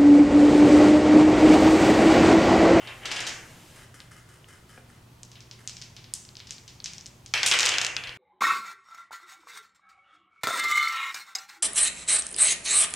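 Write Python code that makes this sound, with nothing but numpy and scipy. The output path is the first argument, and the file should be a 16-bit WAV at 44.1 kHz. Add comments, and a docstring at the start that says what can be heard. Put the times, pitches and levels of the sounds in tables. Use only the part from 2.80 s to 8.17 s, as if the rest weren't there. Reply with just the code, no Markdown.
"""Dice are scooped off a hard table: grainy scrapes and skids, with the first clicks and clacks.
They are shaken in a closed fist as soft, grainy strokes; small plastic pieces tick in another hand.
Then the dice are thrown: hard clicks, each with a ringing board, bounce, clack together and settle.
A live room of early reflections and diffuse tails answers the hits, over steady air noise and a low hum."""
import sys
import numpy as np
from scipy import signal
from scipy.fft import rfft, irfft
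from scipy.io import wavfile

SR = 44100
rng = np.random.default_rng(int(sys.argv[2]) if len(sys.argv) > 2 else 0)


def wav_out(sig):
    """Save sig, one row per channel (or a flat mono array), as 16-bit PCM at SR to the path in sys.argv[1]."""
    wavfile.write(sys.argv[1], SR, np.round(np.clip(np.atleast_2d(sig).T, -1, 1) * 32767).astype(np.int16))


N = 236947  # length in samples

# Ventilation noise: f/Hz, level/dB per Hz
AIR_SPECTRUM = [(10, -14), (28, -5), (50, -4), (100, 3.5), (150, 1), (210, -6), (320, -9.5), (520, -14),
                (1000, -14.5), (1600, -20.5), (3200, -21), (6300, -25), (10000, -28.5), (13000, -30),
                (16000, -29)]
# Stereo width of the air: f/Hz, side minus mid/dB
AIR_WIDTH = [(60, -52), (150, -21.5), (400, -4.5), (1500, -2), (6000, -7), (10000, -18.5)]
# Mains hum partials: f/Hz, level/dB rms
HUM_PARTIALS = [(59.8, -69), (119.8, -58), (238, -71.5), (359, -73.5)]
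AIR_DB = -55
# Faint low swells: t/s at the top, level/dB rms before the fade
LOW_SWELLS = [(0.399, -58.5), (.8, -57.5), (2.98, -59), (4.08, -58)]
RUMBLE_HZ, RUMBLE_S = 160, 0.46
BOOM_S, BOOM_DB, BOOM_HZ = 5.4, -56, 42  # a deep boom, still rising when the sound ends

# Room decay: f/Hz, t60/s
ROOM_DECAY = [(200, 1.24), (700, 0.79), (2000, 0.71), (4000, 0.3045), (7000, 0.59), (10000, 0.4),
              (15000, 0.06)]
# First reflections: delay t/s, level/dB
EARLY_ECHOES = [(.0024, -14), (.0036, -6), (.0108, -22), (0.0128, -13.5), (0.016, -24), (0.0203, -12)]
# Stereo width of the room tail: f/Hz, side minus mid/dB
ROOM_WIDTH = [(80, -29), (250, -28), (600, -18.5), (1200, -9), (4000, -9.5), (8000, -8), (11000, -24),
              (15000, -27)]
SPOTS = 4  # places from which hits excite the room

# Dice dragged over the table: start t/s, end t/s, level/dB
DRAGS = [(0, 0.121, -47), (0.222, 0.497, -42.5)]
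# Tone of the drag: f/Hz, level/dB per Hz
SCRAPE_SPECTRUM = [(100, -15), (300, 1.5), (900, 0), (1900, 3), (3100, 3), (4300, -19.5), (7000, -19),
                   (10000, -34), (16000, -41)]
# Brief skids as the fingers catch the dice: t/s, level/dB
SKIDS = [(.2545, -30.5), (.3155, -27), (.361, -29), (.404, -32), (.466, -26), (.489, -37)]
# Tone of the skids: f/Hz, level/dB per Hz
SKID_SPECTRUM = [(500, -19), (1700, -1), (3000, 3.5), (5000, 3.5), (7500, -2), (10000, -15.5), (12000, -19),
                 (16000, -36)]
# Tone of the hand and arm brushing: f/Hz, level/dB per Hz
CLOTH_SPECTRUM = [(200, 4), (1000, -3.5), (3000, -2.5), (9500, -8), (12000, -9), (16000, -16)]
SKID_T60 = 0.058  # s
BRUSH_S, BRUSH_DB = (0, 0.232), -55  # the hand brushes over the table as it reaches for the dice
SLEEVE_S, SLEEVE_DB = (0.475, 1.034), -55  # an arm slides away
SLIDE_ATTACK_S, SLIDE_RELEASE_S = 0.015, 0.024

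# Muffled strokes of the shaken fist, mostly about five a second: t/s, level/dB
SHAKES = [(0.961, -49), (1.142, -48), (1.312, -47), (1.488, -51), (1.678, -47.5), (1.891, -50.5),
          (2.092, -57), (2.79, -53)]
# Tone of the dice rubbing in the fist: f/Hz, level/dB per Hz
FIST_SPECTRUM = [(200, -4), (450, 4.5), (800, -8.5), (1300, 3), (2300, -3.5), (3000, -5.5), (3900, -14),
                 (5400, -6), (9500, -6.5), (12000, -15), (16000, -29)]
# Resonances of the hollow hand: f/Hz, level/dB, t60/s
FIST_MODES = [(1190, 2.5, 0.0077), (1580, 5, 0.0046), (2112, -2.5, 0.034), (2940, -1, 0.029),
              (5320, -5.5, 0.038)]
# Resonances of one soft knock: f/Hz, level/dB, t60/s
KNOCK_MODES = [(246, -1.5, 0.065), (433, -3, 0.043), (524, -3, 0.06), (713, 0, 0.047), (1490, -2, 0.034),
               (1620, 2, 0.022), (2360, 3, 0.015)]
SHAKE_T60 = 0.29  # s
SWING_BACK_S, SWING_BACK_DB = 0.05, -7.5  # the dice fall back later and more softly
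KNOCK_S, KNOCK_DB = 1.977, -46.5

# Plastic pieces knock in a hand: t/s, click peak level/dB, centre f/Hz, narrowness of the ring (factor),
# room send/dB relative to the click, before a common trim
PIECES = [(1.2035, -26.5, 4270, 0.82, -6), (1.6435, -39.5, 2820, 2, -17), (2.4325, -24, 6400, 1.1, -5),
          (2.5168, -31, 5350, .75, 0), (2.5559, -35, 3800, 0.62, 5), (2.606, -31, 5400, 1.1, 1.5),
          (2.7124, -23.5, 4990, 1.3, -1.5), (2.8756, -14, 6180, 1.44, -2), (2.8956, -21, 5560, 0.75, -1.5),
          (2.9687, -23.5, 5360, 1, -2), (3.016, -23.5, 5330, 0.99, 1), (3.0227, -22.5, 5130, .8, -2),
          (3.166, -27.5, 4870, 0.63, 4), (3.243, -31, 4350, 1, 1), (3.3382, -8.5, 7800, 1.2, -4.5),
          (3.49, -31, 4630, 1.4, -9), (3.5688, -24, 4900, 1.3, -3.5), (3.6024, -26, 4100, .8, -1),
          (3.6716, -28.5, 5400, 0.88, 2), (3.7081, -15.5, 5950, 0.94, -2), (3.879, -28, 5420, 0.96, 5),
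          (4.0025, -26.5, 4310, 1.6, -8), (4.0429, -17.5, 6000, 2.1, 1), (4.0591, -14.5, 5130, 1, -.5),
          (4.135, -23, 5780, 1, -1.5), (4.1821, -23, 5500, 1.2, -4.5), (4.21, -27.5, 5700, 2.2, -12),
          (4.2597, -24.5, 5300, 1.5, -20), (4.265, -23, 6260, 1, -3.5), (4.462, -23.5, 5860, 1.03, -3)]
# Direct piece click, for a centre of CLICK_HZ: f/Hz, level/dB per Hz
PIECE_CLICK = [(300, -45), (1300, -18), (2600, -9), (4000, -6.5), (5000, 0.5), (6200, -4), (8000, -15.5),
               (10500, -37), (16000, -44)]
# Piece click as thrown into the room, for a centre of CLICK_HZ: f/Hz, level/dB per Hz
PIECE_SPREAD = [(300, -39), (1200, -12.5), (2200, -3.5), (4000, 3), (5000, 2.5), (6200, -2.5), (8000, -13),
                (11000, -29), (16000, -40)]
CLICK_HZ = 5000
SETTLE_S, SETTLE_DB = 0.014, -13.5  # after each knock the piece touches once more
# faint ticks while the fingers turn the pieces
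FIDGET_S, FIDGET_DB, FIDGET_HZ = (3.42, 3.85), -31.5, 4620
FIDGET_NARROW, FIDGET_ROOM_DB = 1.2, -8

# Dice land on the table, while scooped up or after the throw: t/s, click peak level/dB,
# blow to the board level/dB, room send/dB relative to the click
BOUNCES = [(.0733, -27.5, -15, -2), (.2562, -20.5, -15.5, 4), (0.3085, -21, -17.5, -2),
           (0.3144, -30, -12, 0), (.3657, -33, -11.5, 0), (.3928, -18, -13.5, 0.5), (0.453, -25, -21, 1),
           (0.4954, -29, -21, -7), (4.5387, -3.5, 1, -2), (4.5761, -14.5, -10, 5.5), (4.6319, -2.5, -3, -3),
           (4.7142, -1.5, 1, -8), (4.7231, -3, -4, -3.5), (4.7389, -7, -2, 3.5), (4.8309, -5, -4, -2),
           (4.8698, -7, -5.5, -1.5), (4.9177, -14, -4.5, -6), (4.9401, -11.5, -5.5, -4),
           (4.9842, -2, -9, -8), (5.1664, -6.5, -10.5, -13), (5.2381, -17, -14, -17),
           (5.2728, -24.5, -16, 2), (5.2936, -21.5, -33, -15)]
# Two dice clack together: t/s, click peak level/dB, centre f/Hz, room send/dB relative to the click
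CLACKS = [(.405, -17.5, 5500, 4), (0.4684, -20, 5400, 3), (0.4741, -17.5, 5400, 6), (4.6603, -20, 5560, -3),
          (4.6626, -1.5, 6500, 3.5), (4.6635, -14.5, 7400, 9.5), (4.7895, -2.5, 5600, -23),
          (4.7965, -4, 5270, -8), (4.8059, -3.5, 5360, 1.5), (4.8554, -5, 5800, -20),
          (4.8613, -1.5, 5600, -3.5), (4.8895, -7, 5100, -11), (4.8926, -5.5, 5670, -4.5),
          (5.015, -7.5, 5230, -1.5), (5.0167, -13, 5200, 1), (5.0481, -5, 5270, -11),
          (5.066, -8.5, 5370, -25)]
# Direct die click, for a centre of CLICK_HZ: f/Hz, level/dB per Hz
DIE_CLICK = [(200, -37), (900, -13), (2000, -3), (4000, 0.5), (6300, 1.5), (8000, -6), (10000, -23),
             (16000, -40)]
# Die click as thrown into the room, for a centre of CLICK_HZ: f/Hz, level/dB per Hz
DIE_SPREAD = [(200, -28), (900, -15.5), (2000, -2), (4000, -0.5), (6300, -1.5), (8000, -11), (10500, -23),
              (16000, -26)]
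# Dense thud of the board: f/Hz, level/dB per Hz
BOARD_SPECTRUM = [(100, -26.5), (220, -19.5), (340, -13.5), (500, -9), (700, -9.5), (1100, -7.5), (1700, 0),
                  (2700, 3.5), (3600, -0.5), (5500, -16), (7500, -19.5), (11000, -26), (16000, -59)]
# Ringing modes of the board: f/Hz, level/dB, t60/s
BOARD_MODES = [(340.5, -9, 0.14), (496.3, -0.5, 0.23), (726, -1.5, 0.25), (1117, -4, 0.069),
               (1640, -24, 0.11), (1693, -5, 0.084), (2010, -6, 0.23), (2320, -20, 0.079),
               (2545, 11, 0.058), (2730, 16.5, 0.098), (3360, -5, 0.42), (4040, 6.5, 0.072)]
# a harder landing clicks brighter: centre of the softest, and the rise up to a full-scale hit
SOFT_HZ, HARD_RISE_HZ = 3460, 1497
CLACK_BLOW_DB = -5.5  # share of a clack that reaches the board

# Top-treble response of the microphone: f/Hz, level/dB
MICROPHONE = [(10500, 0), (11900, -3), (13000, 1), (14500, -3.5), (16000, -6)]
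EDGE_HZ = 16000  # upper band limit


def amp(db):
    """Decibels to gain."""
    return 10 ** (np.asarray(db) / 20)


def read(points, hz):
    """A table read on a log-frequency axis."""
    f, value = np.transpose(points)
    return np.interp(np.log(hz + 1), np.log(f + 1), value)


def unit(x):
    """Scaled to energy 1."""
    return x / np.sqrt(np.sum(x ** 2) + 1e-20)


def add(mix, s, sound):
    """Mixes a sound in at time s."""
    part = mix[max(round(s * SR), 0):][:len(sound)]
    part += sound[:len(part)]


def equalise(x, curve):
    """Filters x by a level curve, without shifting phase."""
    gain = amp(read(curve, np.fft.rfftfreq(len(x), 1 / SR)))
    return irfft(rfft(x) * gain, len(x))


def colour(x, spectrum):
    """Filters x by a spectrum and brings it to rms 1."""
    return unit(equalise(x, spectrum)) * np.sqrt(len(x))


def pulse(spectrum, stretch=1, size=1024):
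    """The shortest causal (minimum-phase) pulse with this spectrum, peak 1; stretch moves it up in pitch."""
    hz = abs(np.fft.fftfreq(size, 1 / SR)) / stretch
    log_gain = np.log(amp(read(spectrum, hz)))
    wave = np.fft.ifft(np.exp(np.conj(signal.hilbert(log_gain)))).real
    envelope_peak = abs(signal.hilbert(wave)).max()
    return wave[:size // 2] / envelope_peak


def decay(t, t60):
    """Exponential fade that reaches -60 dB at t60."""
    return np.exp(-np.log(1000) * t / t60)


def ring(modes, spread_db=0, size=8192):
    """Dying modes with random signs; spread_db varies their strengths with the spot that is struck."""
    t = np.arange(size) / SR
    hz, db, t60 = np.transpose(modes)[:, :, None]
    sign = rng.choice([-1, 1], hz.shape)
    strength = sign * amp(db + spread_db * rng.standard_normal(hz.shape))
    return (strength * decay(t, t60) * np.sin(2 * np.pi * hz * t)).sum(0)


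def burst(fade_s, size=8192):
    """Dense dying vibration of energy 1, roughly even over all frequencies."""
    fade = decay(np.arange(size) / SR, fade_s)
    x = rng.standard_normal(size) * fade
    even = irfft(np.exp(1j * np.angle(rfft(x))), size)  # keep the phases, flatten the spectrum
    return unit(even * np.sqrt(fade))  # this second fade hastens the decay


def grains(per_s, spread_db):
    """Tiny slips of uneven size at random moments."""
    slips = rng.standard_normal(N) * (rng.random(N) < per_s / SR)
    return slips * amp(spread_db * np.minimum(rng.exponential(1, N), 3))


def strokes(rows, t60):
    """Gain at every sample for strokes that start sharply and die away."""
    gain, t = np.zeros(N), np.arange(SR // 2) / SR
    for s, db in rows:
        add(gain, s, amp(db) * decay(t, t60))
    return gain


def slide(start, end, db):
    """Gain at every sample for a sliding motion: attack before start, hold, release after end."""
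    t = np.arange(N) / SR
    attack = (t - start) / SLIDE_ATTACK_S + 1
    release = (end - t) / SLIDE_RELEASE_S + 1
    return amp(db) * np.clip(np.minimum(attack, release), 0, 1)


def air(waver=0.28):
    """Steady ventilation noise, nearly mono in the bass, with a slightly wavering mains hum."""
    t = np.arange(N) / SR
    mid, side = (amp(AIR_DB) * colour(z, AIR_SPECTRUM) for z in rng.standard_normal((2, N)))
    side = equalise(side, AIR_WIDTH)
    for f, db in HUM_PARTIALS:
        drift = np.interp(t, np.linspace(0, t[-1], num=30), rng.standard_normal(size=30))
        tone = np.sin(2 * np.pi * (f * t + rng.random()))
        mid = mid + np.sqrt(2) * amp(db) * (1 + waver * drift) * tone
    return np.array([mid + side, mid - side])


def swell(s, db, hz, spread=0.18):
    """Narrow low noise that swells and fades around time s."""
    out, size = np.zeros(N), int(RUMBLE_S * SR)
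    distance = np.log((np.fft.rfftfreq(SR, 1 / SR) + 1) / hz) / spread
    band = np.exp(-distance ** 2)
    noise = irfft(band * np.exp(2j * np.pi * rng.random(len(band))))[:size]
    add(out, s - RUMBLE_S / 2, amp(db) * noise / noise.std() * np.hanning(size))
    return out


def rumble():
    """A few faint low swells of narrow noise, and a deeper boom rising as the dice settle."""
    return sum(swell(s, db, RUMBLE_HZ) for s, db in LOW_SWELLS) + swell(BOOM_S, BOOM_DB, BOOM_HZ)


def room(x, build_s=0.0012):
    """Early reflections and a diffuse tail, each band dying at its own rate; close microphones hear it nearly alike."""
    hz, t, z = signal.stft(rng.standard_normal((2, SR)), SR, nperseg=256)
    fading = z * decay(t, read(ROOM_DECAY, hz)[:, None])
    tails = signal.istft(fading, SR, nperseg=256)[1][:, :SR]
    tails = tails * (1 - np.exp(-np.arange(SR) / SR / build_s))  # the tail builds up quickly
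    mid = unit(tails[0])
    side = equalise(unit(tails[1]), ROOM_WIDTH)
    for s, db in EARLY_ECHOES:
        add(mid, s * rng.uniform(0.93, 1.07), amp([db]))
    response = np.array([mid + side, mid - side])
    return signal.fftconvolve(x[None], response, axes=1)[:, :N]


def scoop():
    """The hand reaches in and dice scrape and skid as grainy friction; then the arm slides away as soft noise."""
    scrape = sum(slide(*row) for row in DRAGS) * colour(grains(per_s=2000, spread_db=2.5), SCRAPE_SPECTRUM)
    skids = strokes(SKIDS, SKID_T60) * colour(grains(per_s=4000, spread_db=2.0), SKID_SPECTRUM)
    motion = slide(*BRUSH_S, BRUSH_DB) + slide(*SLEEVE_S, SLEEVE_DB)
    arm = motion * colour(rng.standard_normal(N), CLOTH_SPECTRUM)
    return scrape + skids + arm


def fist(ring_db=-10, rub_db=-3):
    """Grainy rubbing resonates in the hollow of the shaken hand, with one soft knock."""
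    swing_backs = np.array(SHAKES) + [SWING_BACK_S, SWING_BACK_DB]
    swings = strokes(SHAKES, SHAKE_T60) + strokes(swing_backs, SHAKE_T60)
    rub = amp(rub_db) * swings * colour(grains(per_s=2700, spread_db=-1.5), FIST_SPECTRUM)
    out = rub + amp(ring_db) * signal.fftconvolve(rub, unit(ring(FIST_MODES)))[:N]
    add(out, KNOCK_S, amp(KNOCK_DB) * ring(KNOCK_MODES))
    return out


def piece_hits(count=6, spread_db=-0.5, spread_octaves=0.12):
    """Knocks, the lighter touch after each, and stray ticks at uneven intervals, in the columns of PIECES."""
    touches = [(s + SETTLE_S * rng.uniform(0.5, 1.5), db + SETTLE_DB, *timbre) for s, db, *timbre in PIECES]
    times = np.interp(np.arange(count) + rng.random(count), [0, count], FIDGET_S)
    ticks = []
    for s, (a, b) in zip(times, rng.standard_normal((count, 2))):
        hz = FIDGET_HZ * 2 ** (spread_octaves * b)
        ticks.append((s, FIDGET_DB + spread_db * a, hz, FIDGET_NARROW, FIDGET_ROOM_DB))
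    return list(PIECES) + touches + ticks


def pieces(chatter_db=-9, chatter_fade_s=0.024, send_db=-2):
    """Light plastic pieces tick and chatter for a few milliseconds: (direct, sent to the room)."""
    near, far = np.zeros(N), np.zeros((SPOTS, N))
    for k, (s, db, hz, narrow, room_db) in enumerate(piece_hits()):
        spectrum = np.array(PIECE_CLICK) * [1, narrow]  # narrower rings longer
        click = amp(db) * pulse(spectrum, hz / CLICK_HZ)
        add(near, s, click)
        add(near, s, amp(chatter_db) * signal.fftconvolve(click, burst(chatter_fade_s)))
        add(far[k % SPOTS], s, amp(db + room_db + send_db) * pulse(PIECE_SPREAD, hz / CLICK_HZ))
    return near, far


def die_hits():
    """Landings and clacks as (t/s, click level/dB, centre f/Hz, click in the room/dB, blow/dB)."""
    landings = [(s, db, SOFT_HZ + HARD_RISE_HZ * amp(db), db + room_db, blow_db)
                for s, db, blow_db, room_db in BOUNCES]
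    clacks = [(s, db, hz, db + room_db, db + CLACK_BLOW_DB) for s, db, hz, room_db in CLACKS]
    return landings + clacks


def dice(mirror_s=0.00082, mirror_db=-7, board_db=3.5, modes_db=-8, board_fade_s=0.025, near_db=-7, shiver_db=-8):
    """A hard click, its mirror image off the table top and the board's ring: (direct, sent to the room)."""
    near, far, board = np.zeros(N), np.zeros((SPOTS, N)), pulse(BOARD_SPECTRUM)
    for k, (s, db, hz, room_db, blow_db) in enumerate(die_hits()):
        click = amp(db) * pulse(DIE_CLICK, hz / CLICK_HZ)
        thud = amp(board_db) * unit(signal.fftconvolve(burst(board_fade_s), board)[:8192])
        modes = amp(modes_db) * unit(ring(BOARD_MODES, spread_db=5.5))
        body = amp(blow_db) * (thud + modes)
        shiver = signal.fftconvolve(click, burst(fade_s=0.011))  # scatter off things nearby
        add(near, s, click)
        add(near, s + mirror_s * rng.uniform(0.93, 1.2), amp(mirror_db) * click)
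        add(near, s + mirror_s, amp(shiver_db) * shiver)
        add(near, s, amp(near_db) * body)
        add(far[k % SPOTS], s, body)  # the wide board radiates mostly into the room
        add(far[k % SPOTS], s, amp(room_db) * pulse(DIE_SPREAD, hz / CLICK_HZ))
    return near, far


def scene(left_db=1.05, scoop_near_db=-3, scoop_room_db=-4, fist_room_db=-7):
    """Direct sound sits a little left of centre; each spot excites the room in its own way."""
    dice_near, dice_far = dice()
    pieces_near, pieces_far = pieces()
    scooped, shaken = scoop(), fist()
    near = dice_near + pieces_near + amp(scoop_near_db) * scooped + shaken
    far = dice_far + pieces_far
    add(far[0], 0, amp(scoop_room_db) * scooped + amp(fist_room_db) * shaken)
    direct = near * amp([[left_db], [-left_db]])
    return direct + sum(room(spot) for spot in far) + air() + rumble()


def record(dry):
    """The microphone shapes the top treble, the highest peaks are rounded off; then the band limit."""
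    response = amp(read(MICROPHONE, np.fft.rfftfreq(N, 1 / SR)))
    heard = irfft(rfft(dry) * response, N)
    rounded = heard / (1 + (heard / 0.75) ** 6) ** (1 / 6)  # smooth ceiling at 0.75
    lowpass = signal.firwin(401, EDGE_HZ, window=("kaiser", 9), fs=SR)
    return signal.oaconvolve(rounded, lowpass[None], "same")


dry = scene()
out = record(dry)
wav_out(out)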